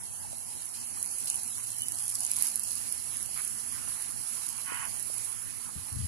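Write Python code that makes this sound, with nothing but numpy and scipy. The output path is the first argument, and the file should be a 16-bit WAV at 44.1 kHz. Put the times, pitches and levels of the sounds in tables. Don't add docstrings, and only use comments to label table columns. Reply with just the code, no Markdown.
import sys
import numpy as np
from scipy import signal
from scipy.fft import rfft, irfft, next_fast_len
from scipy.io import wavfile
from scipy.ndimage import uniform_filter1d, map_coordinates

SR = 44100
rng = np.random.default_rng(int(sys.argv[2]) if len(sys.argv) > 2 else 0)


def attenuation_scalar(level_db):
    decades = np.asarray(level_db, float) / 20
    return 10 ** decades


def generate_wav(sig):
    pcm = np.round(np.clip(np.atleast_2d(sig).T, -1, 1) * 32767).astype(np.int16)
    wavfile.write(sys.argv[1], SR, pcm)


N = 267775
LAG_S = 17 / 44100


def unit(x):
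    return x / np.sqrt(np.mean(x ** 2, axis=-1, keepdims=True) + 1e-20)


def along(points, hz):
    f, v = np.transpose(points)
    return np.interp(np.log(hz + 1), np.log(f + 1), v)


def curves(rows):
    s, *cols = np.transpose(rows)
    return [np.interp(np.arange(N) / SR, s, c) for c in cols]


def wobble(rate):
    knots = rng.standard_normal(int(N * rate / SR) + 4)
    return map_coordinates(knots, [np.arange(N) * rate / SR])


def filtered(x, response):
    m = next_fast_len(N + SR // 2)
    return irfft(rfft(x, m) * response(np.fft.rfftfreq(m, 1 / SR)), m)[..., :N]


def resonances(modes):
    def response(f):
        total = 0
        for k, (hz, width, db) in enumerate(modes):
            total = total + (-1) ** k * attenuation_scalar(db) * 1j * f * width / (hz * hz - f * f + 1j * f * width)
        return total
    return response


def pair(spectrum, alike, patchy_db, lag=0):
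    z = signal.stft(rng.standard_normal((2, N)), nperseg=512)[2]
    field = uniform_filter1d(rng.standard_normal(z.shape[1:]), size=8, axis=0)
    field = uniform_filter1d(field, size=10, axis=1)
    patches = attenuation_scalar(patchy_db * field / field.std())
    own, right = signal.istft(z * patches, nperseg=512)[1][:, :N]
    alike = np.clip(alike, 0, 1)
    late = filtered(right, lambda hz: np.exp(-2j * np.pi * hz * lag))
    left = np.sqrt(1 - alike ** 2) * own - alike * late
    return unit(filtered(np.array([left, right]), lambda hz: attenuation_scalar(along(spectrum, hz))))


def tones(rows):
    out = np.zeros(N + SR)
    for s, length, hz, db in rows:
        t = np.arange(round(length * SR)) / SR
        swell = np.sqrt(abs(np.sin(np.pi * t / length)))
        out[round(s * SR):][:len(t)] += attenuation_scalar(db) * swell * np.sin(2 * np.pi * hz * t)
    return out[:N]


# [time_s, share_0_to_1]
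TURNING = [
    (0, 0.04),
    (1.0, 0.35),
    (2.4, 0.39),
    (3.0, 0.67),
    (3.9, 0.69),
    (4.8, 0.96),
    (5.4, 0.9),
    (6.07, 0.76),
]


def turned(before, after):
    share, = curves(TURNING)
    return before + (after - before) * share


# [pitch_hz, level_db_per_hz]
RUMBLE_TONE = [(15, -70), (33, -44), (49, -21), (69, -6), (97, 0), (199, -8.5), (233, -6.5), (372, -16),
               (600, -27), (780, -39), (1320, -120)]


def traffic_rumble():
    rumble = attenuation_scalar(-50.5 + wobble(5.8)) * pair(RUMBLE_TONE, 0.92, patchy_db=2.5)
    body_shade = [(120, 0), (400, -6.0)]
    rumble[0] = filtered(rumble[0], lambda hz: attenuation_scalar(along(body_shade, hz)))
    return rumble


# [pitch_hz, level_db_per_hz]
ROAD_TONE = [(350, -37), (480, -12), (650, -2.5), (850, 4.5), (1050, -2.5), (1400, -62), (1900, -29)]
# [middle_s, length_s, rise_db]
CAR_PASSES = [
    (.9, 1, 2),
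    (2.3, 0.76, 3),
    (4.85, 0.4, 8),
    (5.87, 0.21, 1),
]


def road():
    t = np.arange(N) / SR
    passing_db = sum(db * np.exp(-(2 * (t - s) / length) ** 2) for s, length, db in CAR_PASSES)
    level_db = turned(-62, -69) + passing_db + 6.0 + wobble(4.9)
    return attenuation_scalar(level_db) * pair(ROAD_TONE, 0.48, patchy_db=3.0) * attenuation_scalar([[-5], [0]])


# [pitch_hz, level_db_per_hz]
WASH_TONE = [(700, -14), (1000, 4.5), (1500, 2), (2200, 3), (3000, -0.5), (3400, -6.5), (4400, -23.5)]
# [start_s, length_s, rise_db]
FOLIAGE_PUFFS = [(3.113, 0.048, 5.5), (3.362, 0.049, 9.5), (3.443, 0.039, 4.5), (3.55, 0.099, 4.5),
                 (3.72, 0.076, 5.5), (3.873, 0.11, 4.5), (3.997, 0.056, 6), (4.265, 0.072, 0.5),
                 (1.571, 0.033, 7.5), (2.363, 0.13, 6.5), (1.267, 0.029, 1), (4.146, 0.1, -1.5),
                 (4.581, 0.026, 6)]


def far_wash():
    t = np.arange(N) / SR
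    puffs_db = sum(db * (t > s) * (t < s + length) for s, length, db in FOLIAGE_PUFFS)
    level_db = turned(-66.5, -57) + puffs_db + 5.0 + 0.46 * wobble(12)
    return attenuation_scalar(level_db) * pair(WASH_TONE, 0.25, patchy_db=3.5, lag=LAG_S) * attenuation_scalar([[-6], [0]])


# [pitch_hz, width_hz, level_db]
HUM_TONES = [
    (230, 11, -74.5),
    (90, 2.8, -71.5),
    (171, 2.8, -71),
]
# [start_s, length_s, pitch_hz, peak_db]
HUM_SWELLS = [(.05, 0.62, 90, -54), (.72, 0.24, 238.3, -59.5), (.75, 0.12, 125.4, -53),
              (1.1, 0.37, 233.4, -65), (1.4, 0.22, 228.3, -58.5), (1.38, 1, 116.2, -49.5),
              (1.95, 0.31, 233.7, -60.5), (2.2, 0.56, 230, -56), (2.1, 0.37, 90.5, -55),
              (3.4, 0.31, 229, -56), (4.25, 0.33, 228.7, -59.5), (5.1, 0.5, 106, -51),
              (5.35, 0.58, 225.7, -60)]


def machine_hum():
    hum = tones(HUM_SWELLS)
    for hz, width, db in HUM_TONES:
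        hum = hum + attenuation_scalar(db) * unit(filtered(rng.standard_normal(N), resonances([(hz, width, 0)])))
    return np.array([-.8 * np.roll(hum, shift=40), hum])


# [start_s, length_s, pitch_hz, peak_db]
BIRD_CHIRPS = [
    (1.272, .004, 3100, -44),
    (1.295, .03, 3000, -50),
    (1.325, .033, 2975, -49),
    (1.79, .085, 2975, -46),
    (1.87, .08, 2950, -54),
    (3.8, .03, 2850, -55),
    (5.48, .05, 2550, -55),
]


def birds():
    return attenuation_scalar(2 * wobble(70) + 2.5) * tones(BIRD_CHIRPS) * np.array([[-.4], [1]])


# [time_s, level_db, pitch_hz]
CAW_COURSE = [
    (4.645, -60, 188),
    (4.69, -46.5, 190),
    (4.85, -48, 190),
    (4.885, -65, 186),
]
# [pitch_hz, width_hz, level_db]
CROW_THROAT = [
    [(980, 340, 1), (1580, 360, 2), (2200, 430, -14), (2800, 480, -8)],
    [(998, 87, -7.5), (1542, 96, 1.5), (1990, 290, -9.5), (2800, 370, -9)],
]


def crow():
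    db, hz = curves(CAW_COURSE)
    t = np.arange(N) / SR
    cycles = np.cumsum(hz * (1 + .025 * wobble(50))) / SR
    weak = 1 - 0.5 * (np.floor(cycles) % 2)
    pulses = np.diff(np.floor(cycles), prepend=0) * weak * attenuation_scalar(2.2 * wobble(150))
    breath = rng.standard_normal(N) * weak
    calling = (t > CAW_COURSE[0][0]) * (t < CAW_COURSE[-1][0])
    source = attenuation_scalar(db) * (unit(pulses) + 1.15 * unit(breath)) * calling
    scatter = rng.standard_normal((2, SR // 10)) * np.exp(-t[:SR // 10] / .007)
    heard = signal.fftconvolve(source[None], unit(scatter), axes=1)[:, :N]

    def edge(f):
        return 1 / (1 + (f / 3150) ** 24) / (1 + (750 / (f + 1)) ** 8)

    voice = [filtered(x, lambda f: resonances(modes)(f) * edge(f)) for x, modes in zip(heard, CROW_THROAT)]
    return unit(np.array(voice)) * np.std(source) * attenuation_scalar([[0], [5]])


# [time_s, level_db]
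GUST_COURSE = [
    (5.75, -86),
    (5.762, -30.5),
    (5.79, -42),
    (5.85, -58),
    (5.91, -71),
    (5.925, -37),
    (6.02, -38),
    (6.045, -33),
    (6.07, -36),
]
# [pitch_hz, level_db_per_hz]
FLUTTER_TONE = [(25, -53), (50, -18), (90, 7.5), (130, -3), (200, -9), (300, -15.5), (420, -50)]
# [start_s, length_s, pitch_hz, peak_db]
WIND_EDDIES = [
    (5.757, 0.015, 172, -33.5),
    (5.76, 0.037, 77.5, -35),
    (5.8, 0.043, 97.5, -43),
    (5.919, 0.028, 97.8, -29.5),
    (5.96, 0.02, 97, -27),
    (5.958, 0.015, 248, -42),
    (5.989, 0.028, 111, -25.5),
    (5.99, 0.024, 184, -35.5),
    (6.02, 0.042, 90, -23.5),
    (6.03, 0.035, 194, -40.5),
]


def gust():
    db, = curves(GUST_COURSE)
    blowing = np.arange(N) / SR > GUST_COURSE[0][0]
    flutter = attenuation_scalar(db - 3.5) * pair(FLUTTER_TONE, 0, patchy_db=-1.5)[0] * blowing
    return (flutter + tones(WIND_EDDIES)) * np.array([[1], [.03]])


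# [start_s, peak_db, pitch_hz, life_s]
CAMERA_KNOCKS = [(.33, -31.5, 640, 0.0028), (0.972, -34, 1190, 0.0034), (1.58, -35, 1500, 0.0016),
                 (2.159, -41.5, 1170, 0.0033), (2.68, -40, 800, 0.0028), (3.29, -33.5, 800, 0.0023),
                 (3.361, -37, 1300, 0.0034), (3.88, -33, 790, 0.002), (4.575, -44, 1200, 0.004),
                 (4.72, -29, 450, 0.0021), (5.1, -29, 574, 0.0017), (5.689, -34, 920, 0.0033)]


def steps():
    out, t = np.zeros(N + SR), np.arange(SR // 30) / SR
    for s, db, hz, life in CAMERA_KNOCKS:
        swell = t / life * 2 * np.exp(1 - 2 * t / life)
        out[round(s * SR):][:len(t)] += attenuation_scalar(db) * np.sin(2 * np.pi * hz * t) * swell
    return out[:N] * np.array([[-.75], [1]])


# [start_s, fade_s, rise_db]
JET_SLAPS = [
    (.74, 0.041, 7.5),
    (1.272, 0.051, 9),
    (2.3, 0.14, 3.5),
    (5.5, 0.088, 5),
    (5.83, 0.54, 0.5),
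]


def slaps():
    t = np.arange(N) / SR
    return sum(db * (t > s) * np.exp(-abs(t - s) / fade) for s, fade, db in JET_SLAPS)


# [time_s, hiss_db, patter_over_hiss_db]
SPRAY_COURSE = [(0, -43, -6.5), (.8, -41, -4), (1.05, -39, -3), (1.3, -39, -1.5), (1.87, -40.5, 1.5),
                (2.05, -38, -2), (2.33, -40, 5), (2.45, -35, -2), (2.57, -39.5, -3), (2.69, -38.5, 2.5),
                (3.05, -37.5, -10.5), (3.3, -36.5, -12), (3.84, -37.5, -15.5), (4.5, -39.5, 2),
                (5.0, -38.5, -12.5), (5.2, -36.5, -30), (5.5, -40, -16), (6.07, -41.5, -4)]
# [pitch_hz, level_db_per_hz]
PORT_RING = [(3530, -24), (6000, -16), (7770, -11.5), (8900, -7.5), (10200, 1.5), (10800, 2.5),
             (11200, -7.5), (12000, -16.5), (14600, -22.5), (15500, -45), (15800, -60), (16000, -68)]
# [pitch_hz, level_db_per_hz]
SPLASH_TONE = [(1470, -31.5), (2500, -10.5), (3700, -13), (4120, -7.5), (7000, -9.5), (9000, -2),
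               (11700, -33.5), (19800, -120)]


def hiss_and_splash():
    hiss_db, patter_db = curves(SPRAY_COURSE)
    splash_db = turned(-13, -15) + 0.21 * patter_db + slaps()
    swell_db = 0.39 * wobble(8.2) + 0.72 * wobble(40)
    hiss = attenuation_scalar(hiss_db + 4.5 + swell_db) * pair(PORT_RING, 0.14, patchy_db=1.48, lag=LAG_S)
    splash = pair(SPLASH_TONE, 0.09, patchy_db=2.5, lag=LAG_S)
    return hiss + attenuation_scalar(hiss_db + splash_db + 7.0 + 0.49 * swell_db) * splash


def snaps(s, db, hz, pan_db, life):
    t = np.arange(SR // 150) / SR
    click = np.sin(2 * np.pi * hz[:, None] * t) * np.exp(-t / life)
    rustle_shape = 0.23 * np.exp(-t / 0.0025) * (1 - np.exp(-t / 0.000072))
    luck = rng.standard_normal((len(s), 2 * len(t) + 1))
    left_lag = LAG_S * (1 + 0.13 * luck[:, -1])
    left_grit, right_grit = luck[:, :len(t)], luck[:, len(t):-1]
    out = []
    for lag, gain, grit in ((left_lag, -attenuation_scalar(pan_db), left_grit), (0, 1, right_grit)):
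        drops = (gain * attenuation_scalar(db))[:, None] * (click + grit * rustle_shape)
        at = np.round((s + lag) * SR).astype(int)[:, None] + np.arange(len(t))
        out.append(np.bincount(at.ravel(), drops.ravel(), N + SR)[:N])
    return np.array(out)


def patter():
    hiss_db, patter_db = curves(SPRAY_COURSE)
    luck = rng.random((3000, 3))
    sizes_db = -4.5 * np.log(luck[:, 1] + 0.14)
    small = snaps(luck[:, 0] * N / SR, sizes_db, 6000 + 6000 * luck[:, 2], 0, life=0.00014)

    def tone(hz):
        return attenuation_scalar(0.63 * along(PORT_RING, hz) + 1.3 * along(SPLASH_TONE, np.minimum(hz, 6000)))

    return attenuation_scalar(hiss_db + patter_db + 1.0) * unit(filtered(small, tone))


# [start_s, peak_db, pitch_hz, left_minus_right_db]
CLEAR_DROPS = [(1.0269, -18, 10700, -2), (1.1833, -21, 10000, -13), (1.203, -27, 10600, -7),
               (1.244, -28, 10500, 1), (1.257, -22, 10600, -6), (1.2725, -31, 10500, -5),
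               (1.3432, -23, 9640, -3), (1.357, -21.5, 10300, -14), (1.4321, -21.5, 10500, -7),
               (1.5656, -29, 10600, -10.0), (1.5953, -33, 10300, -17), (1.783, -23, 10500, -9),
               (1.807, -23.5, 10700, -10.0), (1.819, -21.5, 10600, -1.5), (1.8833, -17.5, 10500, -9),
               (1.92, -19, 10700, -7), (1.984, -32, 10800, 3), (2.023, -26, 10700, -1),
               (2.0796, -21, 10800, -5), (2.205, -23, 10500, -4), (2.2488, -16.5, 9800, -7),
               (2.3146, -14, 10500, -3), (2.3346, -24, 10500, -9.5), (2.365, -19.5, 9700, -10.0),
               (2.386, -19, 9880, -13), (2.4226, -10.5, 11200, -11), (2.5567, -14.5, 10700, -16.5),
               (2.5947, -18, 10500, -17), (2.7167, -20, 10300, -14), (2.7535, -19, 10200, -19),
               (1.053, -28, 9900, -6), (1.0594, -25, 10500, -11), (1.2725, -22, 3300, -5),
               (1.2726, -27, 7000, -5), (1.2998, -17, 8600, -2), (1.2999, -21, 6500, -4),
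               (2.096, -22, 13000, -8), (2.2642, -19, 7400, -4), (2.4318, -16, 11000, -12),
               (2.4454, -16, 13000, -17), (2.455, -19, 10500, -9), (2.468, -13, 13000, -8),
               (2.565, -24, 10700, -11), (2.6374, -21.5, 8800, -10)]
# [start_s, peak_db, pitch_hz]
LESSER_DROPS = [(0.9964, -29, 7000), (1.1123, -28, 8000), (1.3654, -26, 7000), (1.474, -27, 9500),
                (1.5, -27, 9500), (1.5814, -24, 9800), (1.6394, -26, 10300), (1.7035, -25, 9690),
                (1.8324, -27, 9730), (1.9554, -26, 9800), (1.9864, -22, 8000), (1.995, -24, 8610),
                (2.0044, -27, 11000), (2.03, -28, 10500), (2.0384, -24, 9000), (2.0542, -24, 10200),
                (2.0624, -24, 8720), (2.0906, -25, 8700), (2.094, -22, 9400), (2.101, -24, 10900),
                (2.1114, -26, 10900), (2.1234, -26, 10600), (2.1384, -28, 10700), (2.149, -25, 10000),
                (2.1528, -16, 8000), (2.153, -19, 5500), (2.1884, -28, 8800), (2.1941, -26, 10000),
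                (2.2144, -27, 10500), (2.2234, -28, 10500), (2.2283, -27, 8300), (2.233, -26, 6500),
                (2.2044, -21, 8600), (2.2764, -28, 10800), (2.3645, -22, 9000), (2.373, -24, 10500),
                (2.4144, -25, 11100), (2.4394, -24, 10800), (2.4597, -23, 10900), (2.473, -19, 10700),
                (2.4864, -22, 10600), (2.499, -24, 10500), (2.5144, -25, 10600), (2.5749, -22, 10400),
                (2.6333, -22, 11500), (2.6868, -26, 9500), (2.8284, -30, 9000)]
# [start_s, peak_db]
FINE_DROPS = [(.382, -27), (0.6554, -31), (.738, -37.5), (.9363, -38), (1.28, -25), (1.4772, -26),
              (1.5055, -32), (1.532, -30), (1.6697, -26), (1.7177, -24), (1.779, -31), (1.8873, -26),
              (1.9315, -35), (2.1, -25), (2.3705, -24), (2.41, -21), (2.424, -15), (2.4831, -21),
              (2.73, -25), (2.8143, -40), (2.89, -28), (3.024, -27), (3.2269, -23), (3.3116, -30),
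              (3.3422, -25), (3.3503, -29), (3.3749, -24), (3.4517, -26), (3.6979, -31), (3.7153, -30),
              (3.7232, -27), (3.8846, -26), (4.0224, -23.5), (4.1202, -30), (4.1641, -29), (4.2247, -38),
              (4.3321, -33), (4.3513, -28), (4.404, -30), (4.5802, -33), (4.9421, -27.5), (5.002, -24.5),
              (5.6479, -30)]
# [start_s, peak_db]
TREE_DRIPS = [(0.3698, -30), (0.62, -27), (0.958, -33.5), (2.878, -30), (2.9233, -17), (2.978, -25),
              (3.169, -22), (3.259, -23), (3.4182, -24), (3.4483, -21), (3.4765, -19.5), (4.108, -28),
              (4.465, -20.5), (4.4885, -18), (4.7448, -24), (4.8523, -25), (4.9957, -22), (5.026, -22),
              (5.1403, -25), (5.1807, -21), (5.2473, -25), (5.927, -26.5)]


def nearest_drops():
    drops = CLEAR_DROPS
    drops += [(s, db - 2, hz, -3) for s, db, hz in LESSER_DROPS]
    fine_pan_db, drip_pan_db = turned(-5, -17), turned(-15, -20)
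    drops += [(s, db, 10300, fine_pan_db[round(s * SR)]) for s, db in FINE_DROPS]
    drops += [(s, db, 10300, drip_pan_db[round(s * SR)]) for s, db in TREE_DRIPS]
    s, db, hz, pan_db = np.transpose(drops)
    ring = resonances([(10500, 1300, 13.0), (6350, 6500, -3.0)])

    def port(f):
        return ring(f) / (1 + (f / 15000) ** 4) / (1 + (3300 / (f + 1)) ** 4)

    return filtered(snaps(s + 0.00087, db + 6.5, hz, pan_db, life=2.15 / hz[:, None]), port)


# [pitch_hz, level_db]
LEFT_SHADOW = [(4000, 3), (7000, 3.5), (10500, -3), (12500, -16), (15000, -48)]


def sprinkler():
    sides = np.array([attenuation_scalar(turned(-4.5, -11)), np.ones(N)])
    left, right = sides * (hiss_and_splash() + patter()) + nearest_drops()
    return np.array([filtered(left, lambda hz: attenuation_scalar(along(LEFT_SHADOW, hz))), right])


def scene():
    background = traffic_rumble() + road() + far_wash() + machine_hum()
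    return background + birds() + crow() + gust() + steps() + sprinkler()


def low_pass(x):
    return signal.sosfilt(signal.butter(12, 16460, fs=SR, output="sos"), x)


# [pitch_hz, level_db]
FAINTEST_KEPT = [(1000, -100), (1600, -94), (2400, -82), (3000, -84), (3600, -80), (4200, -79.5),
                 (5200, -78.5), (7000, -77), (9000, -79.5), (11300, -92), (11900, -75), (13000, -77),
                 (14500, -80), (15500, -87), (16400, -70)]
# [time_s, rise_db, further_rise_above_4300_hz_db]
LIMIT_RISE = [
    (0, 0.5, 0),
    (.9, 1, 0.5),
    (1.4, 2.5, 1.5),
    (2.0, 2, 1),
    (2.6, 1, 0),
    (3.2, 0, -1),
    (4.5, -1.5, -1.5),
    (5.2, -3, -1),
    (6.07, -3.5, -1),
]


def thin(z, limit_db):
    power = uniform_filter1d(abs(z) ** 2, size=4, axis=1)
    return z * (uniform_filter1d(power, size=2, axis=2) > attenuation_scalar(2 * limit_db))


def record(dry):
    blocks = dict(nperseg=2048, noverlap=1024, window=("tukey", .7))
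    hz, s, z = signal.stft(dry, SR, **blocks)
    pitch = hz[:, None]
    at = np.minimum(s * SR, N - 1).astype(int)
    all_db, top_db = curves(LIMIT_RISE)
    loud_db = 10 * np.log10((abs(z[:, hz > 2000]) ** 2).sum(axis=(0, 1)) + 1e-12)
    bands = rng.standard_normal((2, len(hz) // 6 + 1, len(s)))
    bands = 1.5 * uniform_filter1d(bands, size=2, axis=2).repeat(6, axis=1)[:, :len(hz)]
    rise_db = 0.49 + 0.45 * uniform_filter1d(loud_db - np.median(loud_db), size=5) + 2.6 * bands
    rise_db = rise_db + all_db[at] + (pitch > 4300) * top_db[at]
    rise_db[0, hz > 11300] -= 8
    limit_db = along(FAINTEST_KEPT, hz)[:, None] + rise_db
    z = z * (pitch < 14500 + 690 * np.round(np.clip(bands[0, 0], -2, 1.4)))
    mid, side = thin(np.array([z[0] + z[1], z[0] - z[1]]) / 2, limit_db)
    paired = (pitch < 5700) & (uniform_filter1d(rng.random(len(s)), size=4) < .66)
    z = np.where(paired, [mid + side, mid - side], thin(z, limit_db))
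    thinned = signal.istft(z, SR, **blocks)[1][:, :N]
    sharp = uniform_filter1d(dry[1] ** 2, size=128) > attenuation_scalar(35) * np.median(dry[1] ** 2)
    whole = uniform_filter1d(1. * sharp, size=256)
    mix = thinned + (dry - thinned) * whole
    return low_pass(mix)


dry = scene()
out = record(dry)
generate_wav(out)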